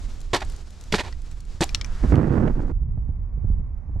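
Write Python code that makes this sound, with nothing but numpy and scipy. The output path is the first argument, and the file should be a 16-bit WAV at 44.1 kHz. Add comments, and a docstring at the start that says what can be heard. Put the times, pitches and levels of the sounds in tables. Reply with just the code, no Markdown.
"""A long plastic ice scoop knocks three times on the frozen knee of a pair of overalls. Each blow thuds on the
padding, crunches the icy cloth and scrapes off, and crumbs of ice fall. The scoop clicks a few times, then a
sleeve rubs over a body-worn camera and bumps it. Wind from the open lake rumbles on the microphone. Near the
end the scene suddenly changes: only a muffled rumble, soft bumps and a faint background hiss remain."""
import sys
import numpy as np
from scipy import signal
from scipy.fft import rfft, irfft, next_fast_len
from scipy.io import wavfile
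from scipy.ndimage import uniform_filter1d, minimum_filter1d, map_coordinates

SR = 44100
rng = np.random.default_rng(int(sys.argv[2]) if len(sys.argv) > 2 else 0)


def wrap_up_sound(samples):
    """Save the sound to the file named by the first command line argument, as 16-bit audio."""
    columns = np.atleast_2d(samples).T
    # keep every value between -1 and 1, then stretch to whole-number steps
    tamed = np.clip(columns, -1, 1)
    steps = np.round(tamed * 32767).astype(np.int16)
    wavfile.write(sys.argv[1], SR, steps)


N = 176400  # 4 seconds


def amp(db):
    """Turn decibels into a number to multiply by."""
    return 10 ** (np.asarray(db) / 20)


def unit(x):
    """Scale a sound to an average (rms) size of 1."""
    return x / np.sqrt(np.mean(x ** 2) + 1e-20)


def along(points, hz):
    """Read between the rows of a (frequency_hz, value) table."""
    frequencies, values = np.transpose(points)
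    return np.interp(np.log(hz + 1), np.log(frequencies), values)


def level(rows):
    """Join (time_s, level_db) rows into a volume curve."""
    return amp(np.interp(np.arange(N) / SR, *np.transpose(rows)))


def filtered(x, response):
    """Multiply each frequency in a sound by response(hz)."""
    n = x.shape[-1]
    size = next_fast_len(n + SR // 4)
    return irfft(rfft(x, size) * response(np.fft.rfftfreq(size, 1 / SR)), size)[..., :n]


def coloured(x, db_of, size=4096):
    """Change the tone by db_of(hz), letting nothing sound before a hit begins."""
    cepstrum = irfft(np.log(amp(db_of(np.fft.rfftfreq(size, 1 / SR)))))
    cepstrum[1:size // 2] *= 2  # move the filter's early half to after the hit
    cepstrum[size // 2 + 1:] = 0
    return signal.fftconvolve(x, irfft(np.exp(rfft(cepstrum))))[:len(x)]


def fade(t, fade_s):
    """Die away by 60 dB every fade_s seconds."""
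    return amp(-60 * t / fade_s)


def treble(hz):
    """Rise from 0 for low sounds to 1 for high ones."""
    return hz ** 2 / (hz ** 2 + 2500 ** 2)


def ringing(tones, hz):
    """How strongly an object with (pitch_hz, width_hz, gain_db) tones answers each frequency."""
    return sum(amp(db) * 1j * hz * width / (pitch ** 2 - hz ** 2 + 1j * hz * width)
               for pitch, width, db in tones)


def add(track, start_s, x):
    """Mix a sound into the track at start_s."""
    i = max(round(start_s * SR), 0)
    track[i:i + len(x)] += x[:N - i]


def placed(x, pan):
    """Share a sound between the ears using (frequency_hz, left_over_right_db) rows."""
    return filtered(x, lambda hz: 2 / (1 + amp(np.outer([-1, 1], along(pan, hz)))))


def grains(n, per_s, spread_db):
    """Tiny ticks of uneven size at random moments."""
    ticks = (rng.random(n) < per_s / SR) * rng.choice([-1, 1], n)
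    return unit(ticks * amp(spread_db * np.clip(rng.standard_normal(n), -2, 2)))


def rush(tone, pan, width_db):
    """Steady noise, nearly alike in both ears."""
    middle, side = unit(filtered(rng.standard_normal((2, N)), lambda hz: amp(along(tone, hz))))
    return placed(middle + np.outer([1, -1], amp(width_db) * side), pan)


def burst(fade_s, db_of):
    """A quickly dying puff of noise with a peak of 1."""
    t = np.arange(SR // 6) / SR
    puff = coloured(rng.standard_normal(len(t)) * fade(t, fade_s), db_of)
    return puff / abs(puff).max()


def taps(rows, tone, fade_s):
    """One puff of noise for each (start_s, level_db) row."""
    out = np.zeros(N)
    for start_s, db in rows:
        add(out, start_s, amp(db) * burst(fade_s, lambda hz: along(tone, hz)))
    return out


# The gusts: time_s, level_db
WIND_LEVELS = [(0, -29.5), (.3, -33.5), (.41, -33), (.46, -25.5), (.6, -36), (.75, -38), (.98, -30.5),
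               (1.2, -33.5), (1.68, -32), (1.73, -25), (1.85, -26.5), (1.95, -28), (2.22, -31),
               (2.46, -23.5), (2.77, -26), (2.83, -20), (3.0, -25), (3.32, -28.5), (3.55, -22), (3.83, -33),
               (4.0, -22.5)]
# The wind's deep tone: frequency_hz, gain_db
WIND_TONE = [(15, -4), (28, 5.5), (48, -5), (80, -9), (130, -21), (220, -28.5), (400, -42), (1000, -71),
             (3000, -110)]
# The rumble leans right: frequency_hz, left_over_right_db
RUMBLE_PAN = [(40, -4.5), (300, -6.5)]
def wind():
    """Gusts push on the microphone openings and rumble."""
    return level(WIND_LEVELS) * rush(WIND_TONE, RUMBLE_PAN, width_db=-13)


# The rustle swells and sinks: time_s, level_db
RUSTLE_LEVELS = [(0, -49), (.2, -51.5), (.28, -55), (.45, -48.5), (.54, -48.5), (.63, -54.5), (.85, -51.5),
                 (1.1, -52.5), (1.18, -54.5), (1.35, -54), (1.44, -61), (1.53, -51.5), (1.66, -48.5),
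                 (1.8, -58), (2.1, -47.5), (2.19, -60), (2.33, -56.5), (2.6, -63), (2.72, -62.5)]
# Its tone: frequency_hz, gain_db
RUSTLE_TONE = [(100, 13.5), (250, 9), (600, 3), (1300, -1), (2000, -3.5), (3000, -4.5), (4500, -3),
               (7500, -6), (9500, -15.5), (12500, -20), (14500, -37)]
# Where the clothing is heard: frequency_hz, left_over_right_db
CLOTHING_PAN = [(200, -1), (1200, 0), (7000, 2)]
def rustle(flutter_db=2.14, flutters_per_s=40):
    """Clothing and snow rub softly, making a hiss whose level flutters."""
    flutter = map_coordinates(rng.standard_normal(2000), [np.arange(N) * flutters_per_s / SR], mode="wrap")
    hiss = rush(RUSTLE_TONE, CLOTHING_PAN, width_db=-9.5)
    return level(RUSTLE_LEVELS) * amp(flutter_db * flutter) * hiss


# Falling ice crumbs: start_s, level_db
CRUMB_FALLS = [(.205, -39.5), (.214, -38.5), (.4485, -38.5), (.498, -36.5), (.521, -37.5), (.562, -40),
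               (.705, -42.5), (.8105, -38), (.838, -38.5), (1.218, -45), (1.313, -41.5), (1.404, -42.5),
               (1.451, -46), (1.7065, -44.5), (1.7545, -35), (1.861, -41.5)]
# Their bright tone: frequency_hz, gain_db
CRUMB_TONE = [(1000, -16), (4000, -4.5), (7500, 1.5), (12000, -14.5), (16000, -14)]
def crumbs(rise_s=0.0011):
    """Each flake of ice comes away with a tiny crackle."""
    out, t = np.zeros(N), np.arange(SR // 20) / SR
    for start_s, db in CRUMB_FALLS:
        noise = rng.standard_normal(len(t)) * np.minimum(t / rise_s, 1) * fade(t, fade_s=0.016)
        crackle = coloured(noise, lambda hz: along(CRUMB_TONE, hz))
        add(out, start_s, amp(db) * crackle / abs(crackle).max())
    return out


# The scoop crushes and scrapes the icy cloth:
# start_s, rise_s, hold_s, fade_s, level_db, bass_db, treble_db, hollow_pitch_hz, hollow_db
CRUNCH_STROKES = [(0.3314, 0.0024, 0.0128, 0.11, -19, -2.5, -1, 990, -5),
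                  (0.359, .006, 0.0022, 0.032, -27, -5.5, 9.5, 1100, -8),
                  (0.403, .002, .003, 0.041, -38.5, -20.5, 2, 900, -13.5),
                  (0.415, 0.0051, 0.0058, 0.041, -27, -8, -12.5, 760, 8),
                  (0.9224, 0.0013, 0.0012, 0.068, -21, 3, 7, 410, 7.5),
                  (.935, .006, .005, 0.062, -19.5, 9, -2, 410, -9),
                  (0.948, .003, .009, 0.11, -29.5, -11, 8, 930, -2),
                  (0.98, .004, .027, 0.046, -28, -9, -4, 1820, 0),
                  (1.031, 0.0064, 0.046, 0.077, -41, -6.5, -2.5, 950, 4),
                  (1.6067, .001, 0.0027, 0.021, -20.5, 11, 6.5, 340, 2.5),
                  (1.612, .008, .010, .05, -18.5, 2, 3, 779, 14)]
# The tone of the crunch: frequency_hz, gain_db
CRUNCH_TONE = [(50, -8), (150, -5), (350, -2), (550, -2.5), (900, -2.5), (1300, -8.5), (2000, -7),
               (2800, -11), (3900, -9), (5500, -15), (7700, -20), (10000, -30), (12500, -34),
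               (15500, -52.5)]
# The scoop's own tones: pitch_hz, width_hz, relative_gain_db
SCOOP_RING = [(367, 82, 2.5), (720, 55, -4.5), (889, 47, -2), (1100, 25, -4), (1640, 25, -1.5),
              (1768, 20, 1), (2480, 30, -3.5), (3260, 89, -11), (3753, 53.9, -2.5), (4650, 40.6, 2)]
def crunches(scoop_db=-3.5, hollow_width_hz=49):
    """Many tiny breaks in the frozen cloth ring the scoop and the hollow pressed into the knee."""
    out, t = np.zeros(N), np.arange(SR // 4) / SR
    scoop = [(hz, width_hz, db + scoop_db) for hz, width_hz, db in SCOOP_RING]
    for start_s, rise_s, hold_s, fade_s, db, bass_db, treble_db, hollow_hz, hollow_db in CRUNCH_STROKES:
        rings = scoop + [(hollow_hz, hollow_width_hz, hollow_db)]
        tone = lambda hz: along(CRUNCH_TONE, hz) + treble_db * treble(hz) + bass_db / (1 + (hz / 500) ** 2)
        shaped = lambda x: filtered(coloured(x, tone), lambda hz: 1 + ringing(rings, hz))
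        breaks = grains(len(t), per_s=7000, spread_db=3)
        pressure = np.minimum(t / rise_s, 1) * fade(np.maximum(t - rise_s - hold_s, 0), fade_s)
        add(out, start_s, amp(db) * shaped(breaks * pressure) / shaped(breaks).std())
    return out


# Blows on the knee: start_s, level_db, pitch_hz
KNEE_THUDS = [(0.3322, -18.5, 125), (0.3433, -20.5, 310), (0.9257, -18.5, 185), (0.9398, -13, 194),
              (1.6082, -11.5, 185), (1.617, -13, 340)]
def thuds():
    """The padded knee gives way with a low note that dies almost at once."""
    out, t = np.zeros(N), np.arange(SR // 6) / SR
    for start_s, db, hz in KNEE_THUDS:
        add(out, start_s, -amp(db) * np.sin(2 * np.pi * hz * t) * fade(t, fade_s=0.05))
    return out


# Single cracks in the ice crust: start_s, level_db, centre_hz
CRUST_CRACKS = [(0.348, -10.5, 3815), (0.3514, -19, 1500), (0.9259, -10.5, 2580), (0.941, -10.5, 1263),
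                (0.9456, -8, 3237), (.9963, -14.5, 1856), (1.6125, -14, 7470), (1.6357, -10, 4000),
                (1.6416, -15, 7470), (2.1564, -29, 3320), (2.478, -35, 2033)]
def cracks(width_octaves=0.53):
    """Larger pieces of crust snap, each a puff of noise around its own pitch."""
    out = np.zeros(N)
    for start_s, db, centre_hz in CRUST_CRACKS:
        distance = lambda hz: np.log2((hz + 1) / centre_hz) / width_octaves
        band = lambda hz: -10 * np.log10(1 + distance(hz) ** 4) - 12 * (hz / 13000) ** 2
        add(out, start_s, amp(db) * burst(fade_s=0.0026, db_of=band))
    return out


# Hard clicks of the scoop: start_s, level_db, treble_db, pitch_factor
SCOOP_CLICKS = [(1.1265, -33, 11.5, .83), (1.6928, -25, 4.5, 1), (1.7472, -6, -6.5, 0.92),
                (1.8130, -19, 10, .96), (1.8462, -23.5, 8.5, 1.02)]
# The notes of the plastic: pitch_hz, relative_level_db, fade_s
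CLICK_NOTES = [(1249, -13.5, .014), (1970, -11, .018), (2352, -2.5, 0.02), (3385, -6, .011),
               (3850, -2, .011), (5300, 3.5, .009), (6500, -9, .006), (7600, -8.5, .006)]
# The tone of the snap: frequency_hz, gain_db
SNAP_TONE = [(300, -32.5), (1500, -1), (5500, 4), (8500, -16.5), (11500, -23.5), (16000, -33)]
def clicks(ring_db=-13.5, snap_db=-1.5, echo_db=-9, echo_delay_s=0.002):
    """The plastic snaps and rings briefly, and the rough ice sends back a blurred echo."""
    out, t = np.zeros(N), np.arange(SR // 6) / SR
    for start_s, db, treble_db, pitch_factor in SCOOP_CLICKS:
        ring = np.zeros(len(t))
        for hz, note_db, fade_s in CLICK_NOTES:
            # Each click lands on another spot, so its notes vary a little.
            strength = rng.choice([-1, 1]) * amp(note_db + treble_db * treble(hz) + 2 * rng.standard_normal())
            pitch_hz = hz * pitch_factor * (1 + 0.03 * rng.standard_normal())
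            ring += strength * fade(t, fade_s) * np.sin(2 * np.pi * pitch_hz * t)
        snap = burst(fade_s=0.005, db_of=lambda hz: along(SNAP_TONE, hz))
        click = amp(db) * (amp(ring_db) * ring + amp(snap_db) * snap)
        blur = rng.standard_normal(len(t)) * fade(t, fade_s=0.028)
        echo = signal.fftconvolve(click, blur / np.linalg.norm(blur))
        add(out, start_s, click)
        add(out, start_s + echo_delay_s, amp(echo_db) * echo)
    return out


# The swish of the arm: time_s, level_db
ARM_LEVELS = [(1.55, -67), (1.75, -51.5), (1.88, -50.5), (1.97, -48), (2.1, -44.5), (2.4, -52.5),
              (2.72, -58)]
# Its tone: frequency_hz, gain_db
ARM_TONE = [(100, 7.5), (400, -1), (800, -2), (1400, 0.5), (2400, -10), (4000, -21.5), (9000, -42)]
def arm_swish():
    """Cloth swishes softly as the arm reaches out."""
    return level(ARM_LEVELS) * rush(ARM_TONE, CLOTHING_PAN, width_db=-9.5)


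# Swings of the camera: start_s, length_s, level_db, pitch_hz
CAMERA_SWINGS = [(2.002, 0.057, -15, 42), (2.067, 0.061, -13, 56), (2.794, 0.044, -19.5, 50),
                 (3.495, 0.089, -20.5, 55)]
def rocking():
    """The camera rocks on its mount as the arm pushes past, making a very low note."""
    out = np.zeros(N)
    for start_s, length_s, db, hz in CAMERA_SWINGS:
        t = np.arange(int(length_s * SR)) / SR
        add(out, start_s, amp(db) * np.sin(np.pi * t / length_s) * np.sin(2 * np.pi * hz * t))
    return out


# How hard the sleeve rubs: time_s, relative_level_db
RUB_LEVELS = [(2.02, -50.5), (2.038, -29), (2.06, -24.5), (2.074, -35.5), (2.114, -29), (2.126, -14.5),
              (2.3, -26.5), (2.31, -17.5), (2.388, -20.5), (2.396, -19), (2.508, -25.5), (2.518, -35.5),
              (2.548, -37), (2.6, -24), (2.622, -31), (2.694, -31.5), (2.7, -30.5), (2.722, -35.5)]
# Its dull tone: frequency_hz, gain_db
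RUB_TONE = [(35, -30.5), (60, -2), (136, 2.5), (266, -4), (321, -7), (431, -15.5), (478, -14.5), (697, -22),
            (1550, -32), (3360, -55.5), (7450, -70.5), (9000, -75), (11700, -96), (19800, -120)]
# The camera case's own tones: pitch_hz, width_hz, gain_db
CASE_RING = [(313.6, 130, -4), (463, 79, -11.5)]
def sleeve_rub(direct_db=1, boost_db=1):
    """Cloth sticks and slips on the camera case: a grainy rub with a boxy ring."""
    slips = coloured(grains(N, per_s=600, spread_db=2.5), lambda hz: along(RUB_TONE, hz))
    rub = unit(filtered(slips, lambda hz: amp(direct_db) + ringing(CASE_RING, hz)))
    touching = np.arange(N) / SR > RUB_LEVELS[0][0]
    return amp(boost_db) * rub * level(RUB_LEVELS) * touching


# Bumps on the camera: start_s, level_db
CAMERA_BUMPS = [(2.036, -13.5), (2.124, -7), (2.174, -12.5), (2.885, -26.5), (2.975, -19), (3.089, -19.5),
                (3.375, -28.5), (3.443, -17.5), (3.499, -21), (3.593, -24), (3.892, -26), (3.96, -22.5)]
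# Their deep tone: frequency_hz, gain_db
BUMP_TONE = [(30, -6), (90, 7.5), (180, -3), (350, -20.5), (750, -32.5), (1200, -50), (2200, -60.5),
             (8000, -100)]
def bumps():
    """Soft touches thump the camera without making it ring."""
    return taps(CAMERA_BUMPS, BUMP_TONE, fade_s=0.05)


# Folds of the sleeve catching: start_s, level_db
FOLD_CATCHES = [(2.037, -20), (2.121, -10.5), (2.141, -15), (2.242, -22.5), (2.295, -23), (2.380, -18),
                (2.478, -19), (2.568, -40), (2.681, -34.5)]
# Their tone: frequency_hz, gain_db
FOLD_TONE = [(80, -1), (280, -2.5), (500, -4), (900, -16.5), (2200, -27.5), (3500, -44.5), (8000, -70.5)]
def sleeve_folds():
    """Each fold catches on the camera case with a dull tap."""
    return taps(FOLD_CATCHES, FOLD_TONE, fade_s=0.033)


# The tone of the muffled rumble: frequency_hz, gain_db
MUFFLED_TONE = [(15, -9.5), (28, 2), (48, 1), (85, -4), (130, -16.5), (220, -27.5), (400, -46.5),
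                (1000, -67), (3000, -110)]
def muffled_wind():
    """After the scene changes, a deep, muffled wind rumbles."""
    return level(WIND_LEVELS) * rush(MUFFLED_TONE, RUMBLE_PAN, width_db=-13)


# A faint, steady background hiss: time_s, relative_level_db
BACKGROUND_LEVELS = [(2.76, -72), (3.494, -67.5), (3.764, -69), (3.774, -67.5), (3.946, -68), (3.97, -67)]
# Its tone: frequency_hz, gain_db
BACKGROUND_TONE = [(300, -4.5), (600, -6.5), (1100, -9), (1500, -19.5), (2300, -22), (3100, -40.5),
                   (6000, -38.5), (14000, -63.5)]
def background_hiss(boost_db=8.5):
    """Quiet noise that stays at nearly the same level."""
    return amp(boost_db) * level(BACKGROUND_LEVELS) * rush(BACKGROUND_TONE, RUMBLE_PAN, width_db=-9.5)


def nearby_echoes(x, level_db=-20.5):
    """Sound bounces off the ice and gear close by, differently for each ear."""
    t = np.arange(SR // 5) / SR
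    tail = rng.standard_normal((2, len(t))) * fade(t, fade_s=0.2)
    return amp(level_db) * signal.fftconvolve(x[None], tail / np.linalg.norm(tail[0]), axes=1)[:, :N]


# How much the two microphone openings differ: frequency_hz, difference_db
OPENING_DIFFERENCE = [(150, -26), (1000, -13), (2500, -10), (5000, -11), (9000, -6), (13000, -6)]
def around_case(x, pan):
    """Sound bends round the case, so its treble reaches the two openings differently."""
    t = np.arange(SR // 100) / SR
    path = rng.standard_normal(len(t)) * fade(t, fade_s=0.004)
    bent = signal.fftconvolve(x, path / np.linalg.norm(path))[:N]
    side = filtered(bent, lambda hz: amp(along(OPENING_DIFFERENCE, hz)))
    return placed(x + np.outer([1, -1], side), pan)


# Where the blows, the clicks and crumbs, and the sleeve are heard: frequency_hz, left_over_right_db
BLOW_PAN = [(200, 0.29), (2000, -2.2), (6000, 0.88)]
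TICK_PAN = [(500, -2), (2000, 2), (7000, 1.5)]
RUB_PAN = [(60, -7), (200, -9), (400, -13.5), (1200, -18), (2200, -14.5), (5000, -4)]
def scene(muffled_from_s=2.724):
    """Scoop, clothing and wind give way to muffled wind and hiss, while the bumps carry on."""
    blows = crunches() + thuds() + cracks()
    ticks = clicks()
    scoop = around_case(blows, BLOW_PAN) + around_case(ticks, TICK_PAN) + nearby_echoes(blows + ticks)
    clothing = rustle() + arm_swish() + around_case(sleeve_rub() + sleeve_folds(), RUB_PAN)
    clear = uniform_filter1d((np.arange(N) / SR < muffled_from_s) * 1.0, size=200)  # 1, then quickly 0
    mix = clear * (scoop + clothing + wind()) + (1 - clear) * (background_hiss() + muffled_wind())
    handling = placed(bumps() + rocking(), RUMBLE_PAN)
    return mix + handling + around_case(crumbs(), TICK_PAN)


# The microphone dulls the highest sounds: frequency_hz, gain_db
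MIC_TONE = [(11000, 0.5), (13000, -3.5), (14500, -9), (15800, -17.5)]
def record(dry, ceiling=0.75, limit_s=0.012, top_hz=15800):
    """Dull the treble, turn loud peaks down and drop everything above top_hz."""
    heard = filtered(dry, lambda hz: amp(along(MIC_TONE, hz)))
    span = round(limit_s * SR)
    needed_gain = ceiling / np.maximum(abs(heard).max(axis=0), ceiling)
    smooth_gain = uniform_filter1d(minimum_filter1d(needed_gain, span), span)
    return filtered(heard * smooth_gain, lambda hz: hz < top_hz)


dry = scene()
out = record(dry)
wrap_up_sound(out)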